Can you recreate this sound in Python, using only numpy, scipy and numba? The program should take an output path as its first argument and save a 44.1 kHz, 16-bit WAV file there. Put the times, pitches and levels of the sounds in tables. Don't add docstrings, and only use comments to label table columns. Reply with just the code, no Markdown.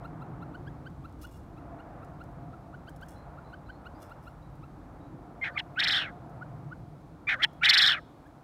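import sys
import numpy as np
from scipy import signal
from scipy.fft import rfft, irfft
from scipy.io import wavfile
from scipy.ndimage import uniform_filter1d
from numba import njit

SR = 44100
rng = np.random.default_rng(int(sys.argv[2]) if len(sys.argv) > 2 else 0)


def invert_db(x):
    u = np.asarray(x, float) / 20
    return 10 ** u


def waveform_to_disk(signal):
    frames = np.transpose(np.atleast_2d(signal))
    scaled = np.clip(frames, -1, 1) * 32767
    samples = np.round(scaled).astype(np.int16)
    wavfile.write(sys.argv[1], SR, samples)


N = 371763
TIME = np.arange(N) / SR


def level(x, db):
    return x * invert_db(db) / np.sqrt(np.mean(x ** 2))


def walk(rate):
    hold = int(SR / rate)
    steps = np.repeat(rng.standard_normal(N // hold + 1), hold)
    return 1.3 * uniform_filter1d(uniform_filter1d(steps, hold), hold)[:N]


@njit
def svf(x, hz, width):
    y, b, l = np.empty(len(x)), 0., 0.
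    for i in range(len(x)):
        g, k = np.tan(np.pi * hz[i] / SR), width / hz[i]
        v = (b + g * (x[i] - l)) / (1 + g * (g + k))
        b, l, y[i] = 2 * v - b, l + 2 * g * v, k * v
    return y


def steep(x, hz, width):
    centre = hz + np.zeros(len(x))
    return svf(svf(x, centre, 1. * width), centre, 1. * width)


def crow_gestures(syllables):
    # stage (0-1 lead, 1-2 body, 2-3 tail), pitch f/Hz, effort/dB,
    # roughness (0-1), beak cavity f/Hz
    first_shape = [(0, 1095, -26, .1, 2300), (1, 882.7, -2.5, .8, 2530), (2, 781.6, -2, .6, 2048),
                   (2.5, 525, -18, .15, 1750), (2.999, 515.8, -19.5, .12, 1436)]
    second_shape = [(0, 565.1, -23, .15, 1505), (.5, 640, -13.5, 0.32, 1878), (.8, 692.6, -12.5, .05, 1943),
                    (1, 891.7, -6.5, 0.78, 2300), (2, 890, -0.5, .65, 2550), (2.5, 953, -24, .4, 2164),
                    (3.001, 945.4, -49, .2, 2043)]
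    trill_shape = [(0, 1148, -38.5, .15, 2300), (1, 886, -0.5, .7, 2200), (1.35, 891.4, -2.5, .8, 2300),
                   (1.652, 847.7, -1.5, .8, 2800), (1.8, 834, -1.5, .7, 3380), (1.998, 798, -3.5, .9, 3346),
                   (2.3, 730, -7, .95, 3000), (2.6, 694, -16.5, 0.55, 2170), (2.8, 588, -19, 0.29, 1970),
                   (3.001, 470, -48, .2, 1500)]
    rows = []
    for (s, lead, body, tail, db), shape in zip(syllables, (first_shape, second_shape, trill_shape)):
        clock = s - lead + np.cumsum([0, lead, body, tail])
        for stage, hz, effort, rough, beak in shape:
            moment = np.interp(stage, np.arange(len(clock)), clock)
            rows.append((moment, hz, db + effort, rough, beak))
    rows = np.array(rows)
    moments = rows[:, 0]
    t = TIME[int(moments[0] * SR):int((moments[-1] + .05) * SR)]
    curves = [np.interp(t, moments, c) for c in rows.T[1:]]
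    trill_row = len(first_shape + second_shape)
    in_trill = (t > moments[trill_row]) & (t < moments[-1])
    breath_out = (t < moments[trill_row - 1]) | in_trill
    return t, curves, breath_out


def add_whistles(t, hz, db, throat_hz, beak_hz, rough):
    # end t/s, length/s, start f/Hz, end f/Hz, end level/dB, throat f/Hz
    lead_whistles = [(5.44, .03, 1078, 1046, -32, 1950), (5.571, .016, 1153, 1231, -39, 1150),
                     (5.581, 0.01, 1030, 1105, -25, 1880), (5.792, .032, 1250, 1653, -31, 1590),
                     (7.29, .022, 1169, 1207, -24.5, 1880), (7.63, 0.019, 1296, 1480, -30.5, 1524)]
    beak, roughness, swell_db, edge_s = 2260, .1, 18, .003
    state = (hz, db, throat_hz, beak_hz, rough)
    for end, length, from_hz, to_hz, end_db, throat in lead_whistles:
        u = np.clip(1 + (t - end) / length, 0, 1)
        share = np.clip(np.minimum(t - end + length, end - t) / edge_s + .5, 0, 1)
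        pitch = from_hz + (to_hz - from_hz) * u
        swell = end_db - swell_db * (1 - u) ** 2
        whistle = (pitch, swell, throat, beak, roughness)
        state = [old + share * (new - old) for old, new in zip(state, whistle)]
    return state


def flap_beak(t, beak_hz, db):
    # widest t/s, cavity f/Hz when open, added level/dB
    beak_flaps = [(5.592, 3390, -2), (5.801, 3770, -2.5), (5.843, 4286, -3.5), (5.884, 4350, -1),
                  (5.92, 3990, -3.5), (7.438, 3440, 1), (7.655, 3810, 0), (7.7, 4580, 3), (7.743, 4417, 2),
                  (7.784, 4750, -0.5), (7.823, 4134, 0), (7.872, 3870, -0.5)]
    flap_s = .037
    for s, open_hz, more_db in beak_flaps:
        gape = np.cos(np.pi * np.clip((t - s) / flap_s, -.5, .5)) ** 1.72
        beak_hz = beak_hz + (open_hz - beak_hz) * gape
        db = db + more_db * gape
    return beak_hz, db


@njit
def membrane(hz, rough, chance, jitter, scatter):
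    out, p, k = np.zeros(len(hz) + 8), 0., 0
    for i in range(len(hz)):
        step = hz[i] * np.exp(jitter * rough[i] * chance[k, 0]) / SR
        p += step
        if p >= 1:
            p, k = p - 1, k + 1
            size = 1 + scatter * rough[i] * chance[k, 1]
            for j in range(8):
                u = j - 4 + p / step
                out[i + j] += size * np.sinc(u) * (1 + np.cos(np.pi * u / 4)) / 2
    return out[4:len(hz) + 4]


def vocal_tract(source, hz, db, rough, throat_hz, beak_hz):
    # f/Hz, width/Hz, relative level/dB
    pipe_modes = [(3500, 800, -16), (5250, 500, -18), (7400, 1500, -32), (8300, 1300, -35),
                  (11800, 3000, -43), (14600, 3000, -43)]
    # f/Hz, width/Hz
    side_gaps = [(1060, 95), (2720, 98), (4520, 280), (5800, 180)]
    openness = 2.17 * np.tanh((beak_hz - 2500) / 1400)
    mellow_db = -18 * (1 - rough) ** 3
    upper_hz = np.minimum(beak_hz + 1100, 5300)
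    chest_db = -3 - .5 * (db + 23)
    sound = invert_db(chest_db) * steep(source, np.minimum(hz, 900), 230)
    sound += invert_db(16.5) * steep(source, throat_hz, 570)
    sound -= invert_db(15.5 + 4.2 * openness) * steep(source, beak_hz, 550)
    sound += invert_db(1.0 + 3.1 * openness + mellow_db) * steep(source, upper_hz, 980)
    for f, width, pipe_db in pipe_modes:
        gain_db = 6.5 + pipe_db + 10.8 * openness + mellow_db + 0.25 * (db + 27)
        sound += invert_db(gain_db) * steep(source, f, width)
    sound += 0.19 * steep(sound, 3406, 490)
    for gap_hz, width in side_gaps:
        sound -= 0.65 * svf(sound, gap_hz + np.zeros(len(sound)), 1. * width)
    return sound


def crow(syllables):
    t, (hz, db, rough, beak_hz), breath_out = crow_gestures(syllables)
    throat_hz = 640 + 1.292 * hz
    hz, db, throat_hz, beak_hz, rough = add_whistles(t, hz, db, throat_hz, beak_hz, rough)
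    rough = np.clip(rough, 0, 1)
    beak_hz, db = flap_beak(t, beak_hz, db)
    throat_hz = throat_hz * (1 + .06 * rough * walk(500)[:len(t)])
    beak_hz = beak_hz * (1 + .06 * rough * walk(500)[:len(t)])
    chance = rng.uniform(-1.3, 1, (len(t) // 8, 2))
    puffs = membrane(hz, rough, chance, .4, 0.43) * np.sqrt(SR / hz)
    breath = .5 * rough * rng.standard_normal(len(t))
    source = (puffs + breath) * invert_db(db) * breath_out
    sound = vocal_tract(source, hz, db, rough, throat_hz, beak_hz)
    start = int(round(t[0] * SR))
    return np.pad(sound, (start, N - start - len(t)))


def peeps():
    # end t/s, nominal pitch f/Hz, relative level/dB, added overtone level/dB
    peep_notes = [(0.063, 1363, -44, 3.5), (.233, 1350, -48, 4), (.437, 1350, -45.5, 1),
                  (0.561, 1475, -45, -1), (.687, 1620, -48, 0.5), (.879, 1530, -45.5, 1),
                  (1.063, 1344, -46, 3), (1.258, 1430, -47, 4.5), (1.589, 1315, -55.5, 6),
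                  (1.81, 1410, -52.5, 3.5), (2.04, 1320, -49.5, -2), (2.223, 1390, -46, -2),
                  (2.548, 1337, -50.5, -5), (2.754, 1453, -47.5, -8), (2.894, 1540, -49, 6),
                  (3.039, 1546, -45.5, 2.5), (3.394, 1366, -48.5, -6), (3.548, 1504, -45.5, -0.5),
                  (3.709, 1513, -44, -2), (3.876, 1424, -44.5, 3), (4.127, 1385, -46.5, .6),
                  (4.286, 1390, -46.5, 2.5), (4.647, 1310, -51.5, 3), (6.434, 1447, -39.5, -19),
                  (6.735, 1453, -41, -16), (8.272, 1646, -59.5, -3)]
    out, u = np.zeros(N), np.linspace(0, 1, int(.033 * SR))
    for end, pitch_hz, db, overtones_db in peep_notes:
        phase = 2 * np.pi * np.cumsum(pitch_hz * (1.03 - .4 * (1 - u) ** 2.1)) / SR
        phase += .012 * np.cumsum(rng.standard_normal(len(u)))
        second_db, third_db = -13.5 + overtones_db, -26 + overtones_db
        second_db += -8 * np.exp(-((2 * pitch_hz - 2703) / 71) ** 2)
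        partials = [(0, 1.4), (second_db, 1.6), (third_db, .7)]  # (dB, swell exponent)
        partials += [(third_db - 21 + .9 * k, .9) for k in range(8)]
        note = np.zeros(len(u))
        for number, (gain_db, swell) in enumerate(partials, 1):
            if number * pitch_hz < 15500:
                note += invert_db(gain_db) * np.sin(number * phase) * u ** swell
        i = int((end + 0.0012) * SR) - len(u)
        stop = np.clip((1 - u) / 0.18, 0, 1)
        out[i:i + len(u)] += np.sqrt(2) * invert_db(db + 3.0) * note * stop
    return out


def knocks():
    # t/s, relative level/dB, nominal ring time/s
    cage_blows = [(.9003, -63.5, .035), (1.0934, -63, .03), (1.1243, -60, .03), (1.186, -60, 0.32),
                  (1.2134, -45, 0.28), (1.31, -53.5, 0.41), (1.351, -56.5, 0.2), (2.0457, -59.5, .03),
                  (2.2373, -57, 0.033), (2.893, -50.5, .03), (2.961, -54, 0.035), (3.01, -53, 0.19),
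                  (3.0609, -62.5, .02), (3.084, -45.5, 0.23), (3.991, -57, 0.55), (4.019, -48, 0.14),
                  (4.0941, -58.5, .05), (4.2243, -58, 0.34), (4.26, -63, 0.24), (4.5524, -64.5, 0.035),
                  (6.295, -61, 0.045), (7.531, -60, 0.068), (8.27, -63.5, .03)]
    # f/Hz, relative level/dB, share of the ring time
    wire_modes = [(2820, 2, 0.65), (3400, 2, 0.54), (5410, 0.5, 0.66), (6150, -8, .66), (7600, -20, .86),
                  (8850, -22, .8), (10000, -17, 0.68), (11900, -22, 1.4), (12400, -22, 1), (13300, -7, .75),
                  (14050, -16, 0.52)]
    out, t = np.zeros(N + 2 * SR), TIME[:SR // 2]
    for s, db, ring_s in cage_blows:
        struck = rng.random(len(t)) < 900 / SR
        hits = rng.standard_normal(len(t)) * struck * .32 * invert_db(-60 * t / (1.2 * ring_s))
        hits[0] = 1 / (1 + ring_s / .2)
        hiss = svf(rng.standard_normal(len(t)), 8000 + 0 * t, 13000.0)
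        scratch = hiss * invert_db(-60 * t / 0.022)
        ring = np.zeros(len(t))
        for f, gain_db, share in wire_modes:
            detune, turn = rng.standard_normal(2)
            decay = invert_db(gain_db - 19 - 60 * t / (share * .7 * ring_s))
            ring += decay * np.sin(2 * np.pi * f * (1 + .015 * detune) * t + 3 * turn)
        blow = signal.fftconvolve(hits, (1.33 * scratch + ring) * np.clip(t / .002, 0, 1))
        i = int(s * SR)
        out[i:i + len(blow)] += invert_db(db) * blow
    return out[:N]


def songbird():
    # start t/s, length/s, start f/Hz, end f/Hz, relative level/dB
    far_chirps = [(3.14, .07, 3950, 4200, -65), (3.43, .07, 3950, 4150, -66), (3.65, .11, 3950, 4400, -65),
                  (3.92, .09, 4300, 5500, -71), (4.41, .05, 3800, 4000, -69), (4.99, .08, 3750, 4000, -69),
                  (5.53, .025, 4550, 4500, -63)]
    out = np.zeros(N)
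    for s, length, from_hz, to_hz, db in far_chirps:
        u = np.linspace(0, 1, int(length * SR))
        phase = 2 * np.pi * np.cumsum(from_hz + (to_hz - from_hz) * u) / SR
        out[int(s * SR):][:len(u)] += invert_db(db) * np.sin(np.pi * u) * np.sin(phase)
    tail = rng.standard_normal(SR // 4) * invert_db(-60 * TIME[:SR // 4] / .3)
    blurred = signal.fftconvolve(out, level(tail, -44.0))[:N]
    return .5 * out * walk(250) + blurred


def coloured(points, lo_hz, hi_hz):
    hz, db = np.transpose(points)
    f = np.arange(N // 2 + 1) * SR / N + 1
    fades = 1 / np.sqrt((1 + (lo_hz / f) ** 12) * (1 + (f / hi_hz) ** 12))
    shape = invert_db(np.interp(np.log(f), np.log(hz), db)) * fades
    return irfft(rfft(rng.standard_normal(N)) * shape, N)


def traffic():
    # t/s, tyre roar/dB, rumble/dB, whine/dB
    road_levels = [(.1, -51.5, -49, -53.5), (.45, -51.5, -47, -62), (.9, -57, -46, -66),
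                   (1.25, -56.5, -53.5, -84), (1.65, -53, -48.5, -53), (2.1, -55, -50.5, -61),
                   (2.7, -54.5, -50.5, -56), (3.1, -54, -51, -60.5), (3.6, -56, -53, -69),
                   (4.0, -51.5, -55, -71), (4.4, -57, -53, -81), (5.0, -54.5, -49, -64.5),
                   (5.6, -55.5, -52.5, -56), (6.3, -54.5, -47, -54), (6.7, -56.5, -44.5, -59.5),
                   (7.15, -59, -51.5, -69.5), (7.9, -58, -52.5, -61.5), (8.4, -59.5, -59, -70)]
    # f/Hz, relative level per Hz/dB
    far_spectrum = [(45, 1.5), (75, -2.5), (150, 5.5), (218, -8), (306, -3.5), (389, -14.5), (604, -14),
                    (816, -13), (1000, -17.5), (1300, -19.5), (3000, -46), (3900, -61.5)]
    s, *curves = np.transpose(road_levels)
    roar_db, rumble_db, whine_db = (np.interp(TIME, s, c) for c in curves)
    deep_db = -51 - 1.07 * np.abs(TIME - 2.2)
    drone_db = (roar_db + rumble_db) / 2 - 0.5
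    deep, rumble, drone, roar = (coloured(far_spectrum, lo, hi) for lo, hi in
                                 [(44, 90), (90, 210), (210, 480), (480, 4000)])
    whine = steep(rng.standard_normal(N), 702 + 8 * walk(1.5), 45)
    out = np.zeros(N)
    for noise, db in ((deep, deep_db), (rumble, rumble_db), (drone, drone_db),
                      (roar, roar_db), (whine, whine_db)):
        flutter_db = .6 * walk(8.7) + 1.2 * walk(2.538)
        out += level(noise, 0) * invert_db(db + flutter_db)
    return out


def air():
    # f/Hz, relative level per Hz/dB
    air_spectrum = [(1290, -26.5), (2200, 0.5), (2790, -6.5), (3750, -4.5), (5290, -9), (15100, -17),
                    (15600, -17)]
    return level(coloured(air_spectrum, 2000, 18000), -75) * invert_db(0.372 * walk(5.7))


def scene():
    # body start t/s, lead/s, body/s, tail/s, reference level/dB
    crow_syllables = [
        [(5.444, .032, 0.04, 0.047, -33.5), (5.588, .056, .014, .016, -31.5), (5.793, 0.039, 0.18, .155, -28)],
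        [(7.292, .023, 0.05, 0.035, -26), (7.424, .04, .023, .019, -23), (7.635, .025, 0.26, .115, -23)],
    ]
    quail = sum(crow(syllables) for syllables in crow_syllables) + peeps()
    scatter = np.diff(rng.standard_normal(SR // 3 + 1)) * invert_db(-60 * TIME[:SR // 3] / 0.9)
    echo = signal.fftconvolve(quail, level(scatter, -74.5))[:N]
    return (quail + echo + knocks() + songbird() + traffic() + air())[None]


def roll_off(x):
    return signal.sosfilt(signal.butter(12, 15760, fs=SR, output="sos"), x)


def record(dry):
    ceiling = .65
    mix = ceiling * np.tanh(dry / ceiling)
    return roll_off(mix)


dry = scene()
out = record(dry)
waveform_to_disk(out)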